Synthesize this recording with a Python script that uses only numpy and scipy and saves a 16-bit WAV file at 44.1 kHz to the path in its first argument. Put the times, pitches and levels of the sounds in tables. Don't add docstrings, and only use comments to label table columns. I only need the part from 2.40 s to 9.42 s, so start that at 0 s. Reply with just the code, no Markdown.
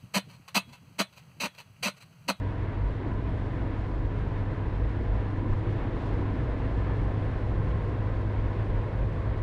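import sys
import numpy as np
from scipy import signal
from scipy.fft import rfft, irfft, next_fast_len
from scipy.io import wavfile
from scipy.ndimage import uniform_filter1d

SR = 44100
rng = np.random.default_rng(int(sys.argv[2]) if len(sys.argv) > 2 else 0)


def to_wav(sig):
    pcm = np.clip(np.atleast_2d(sig), -1, 1) * 32767
    pcm = np.round(pcm).astype(np.int16)
    wavfile.write(sys.argv[1], SR, pcm.T)


N = 309582


def from_db(db):
    return 10 ** (np.asarray(db) / 20)


def curve(rows):
    return np.interp(np.arange(N) / SR, *np.transpose(rows))


def ramp(per_s):
    return per_s * (np.arange(N) - N / 2) / SR


def bell(at_s, sigma_s):
    out = np.zeros(N)
    near = np.arange(max(int((at_s - 5 * sigma_s) * SR), 0), min(int((at_s + 5 * sigma_s) * SR), N))
    out[near] = np.exp(-.5 * ((near / SR - at_s) / sigma_s) ** 2)
    return out


def lifts(rows):
    return sum(db * bell(at_s, sigma_s) for at_s, sigma_s, db in rows)


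def drift(rate_hz):
    hop, settle = 40, 2000
    pole = np.exp(-2 * np.pi * rate_hz * hop / SR)
    white = rng.standard_normal(N // hop + settle + 2)
    slow = signal.lfilter([1], [1, -2 * pole, pole * pole], white)[settle:]
    return np.interp(np.arange(N) / hop, np.arange(len(slow)), slow / slow.std())


def roar(colour, humps, band_hz):
    size = next_fast_len(N)
    hz = np.maximum(np.arange(size // 2 + 1) * SR / size, 1)
    colour_hz, colour_db = np.transpose(colour)
    db = np.interp(np.log(hz), np.log(colour_hz), colour_db)
    for centre_hz, width_hz, height_db in humps:
        db += height_db / (1 + (2 * (hz - centre_hz) / width_hz) ** 2)
    spectrum = rfft(rng.standard_normal(size)) * from_db(db)
    in_band = irfft(spectrum * (hz > band_hz[0]) * (hz < band_hz[1]), size)
    return irfft(spectrum, size)[:N] / in_band.std()


def steady(x, window_s):
    size = int(window_s * SR)
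    power = uniform_filter1d(uniform_filter1d(x * x, size), size)
    return x * x.std() / np.sqrt(power + 1e-12)


def rumble():
    # f/Hz, level/dB
    colour = [(5, -31.5), (16, -10), (27, -9.5), (40, -4.5), (68, -5), (85, -10), (120, -28), (300, -63.5),
              (2000, -120)]
    # f/Hz, width/Hz, gain/dB
    humps = [(31, 8, 8.5), (50.5, 9.5, 9), (61, 7.1, 5.5)]
    level_db = -33.5 + ramp(per_s=0.35) + drift(3.1)
    return from_db(level_db) * steady(roar(colour, humps, band_hz=(20, 85)), window_s=0.24)


def booms():
    # t/s, sigma/s, f/Hz, level/dB
    events = [(.45, 0.045, 49.9, -27.5), (.89, 0.083, 55.8, -34.5), (1.74, 0.11, 46.8, -30.5),
              (2.42, 0.054, 55, -28.5), (2.7, 0.068, 51.3, -27.5), (3.13, 0.029, 28, -27),
              (3.76, 0.032, 45, -29.5), (4.1, 0.026, 52, -26.5), (4.33, 0.04, 52.3, -33),
              (4.48, 0.044, 54, -28), (4.63, 0.033, 54, -26.5), (5.14, 0.042, 51, -29),
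              (5.3, 0.046, 52.4, -30), (5.82, 0.054, 55, -34), (6.36, .05, 32, -30),
              (6.61, 0.032, 51.4, -32), (6.88, 0.044, 50, -35.5)]
    waver_hz = 3.94
    out = np.zeros(N)
    for at_s, sigma_s, hz, db in events:
        phase = 2 * np.pi * np.cumsum(hz + waver_hz * drift(11.2)) / SR
        out += from_db(db) * bell(at_s, sigma_s) * np.sqrt(2) * np.sin(phase)
    return out


def wall_echoes(x):
    # delay/s, gain/dB
    echoes = [(.0118, -22), (.0193, -23), (.031, -22)]
    out = x + sum(from_db(db) * np.roll(x, int(delay_s * SR)) for delay_s, db in echoes)
    return out * x.std() / out.std()


def churn(x, depth_db, rate_hz):
    centres_hz = (250, 500, 1000, 2000)
    size = next_fast_len(N)
    spectrum = rfft(x, size)
    octave = np.log2(np.maximum(np.arange(len(spectrum)) * SR / size, 1))
    shares = [np.interp(octave, np.log2(centres_hz), row) for row in np.eye(len(centres_hz))]
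    bands = [irfft(spectrum * share, size)[:N] for share in shares]
    return sum(band * from_db(depth_db * drift(rate_hz)) for band in bands)


def traffic():
    # t/s, level/dB re usual
    flow = [(0.15, -5.5), (.65, -4.5), (1.1, -1.5), (1.6, -2.5), (2.3, -1.2), (3.0, -2.5), (3.85, 2.5),
            (4.6, 2.5), (5.2, 0.5), (5.85, -0.3), (6.4, -0.5), (7.02, -2.5)]
    # f/Hz, level/dB
    drone_colour = [(100, -24), (170, -8.5), (205, -1), (238, -8.5), (265, -4), (320, -2.5), (385, -7.5),
                    (430, -7.5), (520, -24.5), (3000, -79.5)]
    road_colour = [(250, -24), (380, -1), (440, 0), (510, -0.5), (560, -2.5), (680, -4), (800, -5),
                   (1000, -18), (4000, -67.5)]
    tyre_colour = [(500, -18.5), (850, 2), (1100, 2), (1380, 0), (1700, 1), (2000, -2), (2200, -2.5),
                   (2320, -6.5), (2650, -8.5), (2900, -11.5), (3400, -13.5), (4300, -22.5), (6000, -44),
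                   (11000, -64.5)]
    hiss_colour = [(2000, -13), (4000, 2), (5000, -2.5), (6000, -7.5), (7000, -11), (8500, -14.5),
                   (10000, -16), (11000, -25.5)]
    # f/Hz, width/Hz, gain/dB
    drone_humps = [(256, 7.1, 9.3), (323, 15, 0.37)]
    road_humps = [(491, 54, 3.4), (652, 40, 2.7)]
    tyre_humps = [(965, 85, 6), (1052, 50, 2.8), (1412, 35, -1.8), (1467, 36, 2.7), (1510, 30, -2.3),
                  (1555, 30, 1.8), (1735, 35, 1.8), (1885, 60, -1.8), (1975, 50, 2.2), (2085, 50, -2),
                  (2280, 50, -3)]
    # t/s, sigma/s, gain/dB
    hiss_lifts = [(3.37, .04, 1.2), (3.67, .06, 3.6)]
    flow_db = curve(flow)
    drone_db = -41.5 + 0.55 * flow_db + 0.1 * drift(3.7)
    road_db = -45 + 0.65 * flow_db + ramp(per_s=-0.17)
    tyre_db = -47 + 0.25 * flow_db + 0.62 * drift(3.9)
    hiss_db = -71.5 + 0.26 * flow_db + ramp(per_s=0.13) + lifts(hiss_lifts) + 0.96 * drift(20)
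    drone_noise = roar(drone_colour, drone_humps, band_hz=(190, 420))
    drone = from_db(drone_db) * steady(drone_noise, window_s=0.31)
    road = from_db(road_db) * roar(road_colour, road_humps, band_hz=(420, 800))
    tyres = from_db(tyre_db) * wall_echoes(roar(tyre_colour, tyre_humps, band_hz=(800, 3000)))
    hiss = from_db(hiss_db) * roar(hiss_colour, [], band_hz=(4000, 10000))
    return churn(drone + road + tyres, depth_db=0.7, rate_hz=10) + hiss


def swells():
    # t/s, sigma/s, f/Hz, width/octaves, level/dB
    events = [(.66, 0.055, 280, 0.78, -39.5), (1.05, 0.22, 222, 0.58, -44.5), (2.57, 0.035, 284, 0.54, -37),
              (2.7, 0.065, 695, 0.6, -46), (3.07, 0.043, 239, 0.95, -33), (3.13, 0.0069, 900, 0.85, -41),
              (3.27, 0.085, 341, 0.33, -42.5), (3.38, 0.02, 2920, 0.8, -60), (3.41, 0.045, 526, 2.2, -43),
              (3.66, 0.092, 3000, 0.78, -62.5), (3.65, 0.35, 210, 0.97, -44), (3.7, 0.3, 329, 0.38, -43.5),
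              (3.88, 0.14, 1770, 0.8, -59.5), (4.45, .06, 1105, 0.46, -51), (4.5, 0.11, 1748, 0.083, -55.5),
              (6.27, 0.044, 298, 0.74, -46), (6.52, 0.13, 534, 0.46, -47.5), (6.75, 0.06, 1130, 0.088, -53),
              (6.88, 0.1, 418, 1.6, -45)]
    out, white = np.zeros(N), rng.standard_normal(N)
    for at_s, sigma_s, hz, octaves, db in events:
        edges_hz = hz * 2 ** (np.array([-.5, .5]) * octaves)
        bandpass = signal.butter(3, edges_hz, "band", fs=SR, output="sos")
        noise = signal.sosfilt(bandpass, np.roll(white, rng.integers(N)))
        out += from_db(db) * bell(at_s, sigma_s) * noise / noise.std()
    return out


def tread_whine():
    # t/s, gain/dB
    flares = [(.07, 11), (.45, 7), (.74, 10.5), (1.13, 10), (1.49, 8.5), (1.85, 5), (2.24, 9), (2.72, 9.5),
              (3.05, 10.5), (3.32, 2), (3.64, 8), (3.84, 9.5), (4.26, 7), (4.45, 8), (4.73, -1), (5.26, 6),
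              (5.69, 8.5), (6.11, 8), (6.46, 5), (6.74, 5)]
    waver_hz, width_hz, flare_sigma_s = 16, 41, .055
    hz = 1003 + ramp(per_s=7) + waver_hz * drift(5.96)
    phase = 2 * np.pi * np.cumsum(hz) / SR
    narrow_noise = drift(width_hz) * np.sin(phase) + drift(width_hz) * np.cos(phase)
    level_db = -59.5 + lifts([(at_s, flare_sigma_s, db) for at_s, db in flares])
    return from_db(level_db) * steady(narrow_noise, window_s=0.056)


def exhausts():
    # f/Hz, level/dB
    colour = [(60, -14), (80, -4.5), (92, -2), (100, -3.5), (110, 1), (124, 0.5), (137, -5.5), (156, -7),
              (182, -13.5), (230, -20), (600, -72.5)]
    # t/s, sigma/s, gain/dB
    surges = [(.13, .06, 2.5), (.5, 0.067, 6), (.72, 0.052, 3.5), (.93, 0.048, 7), (1.17, 0.05, 4.5),
              (1.8, 0.069, 4), (2.13, 0.091, 2.5), (2.45, .05, 5), (3.25, 0.18, 6.5), (3.77, 0.046, 4.5),
              (4.01, 0.042, 8), (4.25, 0.074, 3.5), (4.55, 0.079, 6.5), (4.84, 0.055, 7), (5.3, 0.19, 6),
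              (6.3, 0.13, 5.5), (6.72, 0.12, 7)]
    growl = steady(roar(colour, [], band_hz=(112, 200)), window_s=0.094)
    return from_db(-41 + lifts(surges)) * growl


def engine():
    # t/s, f/Hz
    speed = [(0, 24.55), (1, 24.63), (2, 24.76), (3, 24.94), (4, 25.13), (5, 25.3), (6, 25.42),
             (7.02, 25.46)]
    # t/s, level/dB
    firing_level = [(0.2, -33), (.85, -36), (1.45, -35), (2.0, -33.5), (2.6, -35), (2.98, -31.5),
                    (3.2, -31), (3.52, -37), (3.95, -33), (4.15, -35.5), (4.45, -31), (4.62, -36),
                    (4.78, -32), (5.0, -34), (5.2, -29), (5.45, -35.5), (5.7, -29), (6.15, -34.5),
                    (6.4, -33.5), (6.6, -34.7), (6.9, -31.5)]
    # shaft multiple, early level/dB, midway level/dB, late level/dB
    overtones = [(5, -48, -55, -60), (8, -55, -53, -55), (10, -66, -58, -57), (11, -48, -48, -62),
                 (12, -52, -53, -58), (13, -52.5, -53.5, -54), (16, -61, -66, -66), (17, -56, -59, -55),
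                 (19, -61, -51, -53.5), (20, -60, -53, -55.5), (21, -63, -60, -58.5), (23, -62, -63, -57),
                 (24, -65, -61, -61), (25, -66, -65, -61), (26, -66, -58, -70), (27, -59, -68, -70),
                 (30, -70, -66, -64), (42, -72, -59, -56.5)]
    overtone_times_s = (1.4, 3.9, 5.8)
    firings_per_turn, throb_hz, waver_rad = 4, 5, .2
    flutter_db, throb_db, fading_db = .9, 1.1, 1.8
    t = np.arange(N) / SR
    shaft_rad = 2 * np.pi * np.cumsum(curve(speed)) / SR
    firing_db = curve(firing_level) + flutter_db * drift(9)
    firing_db += throb_db * np.sin(2 * np.pi * throb_hz * t + drift(0.92))
    hum = from_db(firing_db) * np.sin(firings_per_turn * shaft_rad)
    for multiple, *levels_db in overtones:
        db = np.interp(t, overtone_times_s, levels_db) + fading_db * drift(2)
        phase = multiple * shaft_rad + waver_rad * drift(2.1) + rng.uniform(0, 2 * np.pi)
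        hum += from_db(db) * np.sin(phase)
    return np.sqrt(2) * hum


def scene():
    hum = engine()
    lows = rumble() + booms() + exhausts()
    return (hum + lows + traffic() + swells() + tread_whine())[None, :]


def record(dry):
    cutoff_hz = 10900
    return signal.sosfilt(signal.ellip(12, .1, 80, cutoff_hz, fs=SR, output="sos"), dry)


dry = scene()
out = record(dry)
to_wav(out)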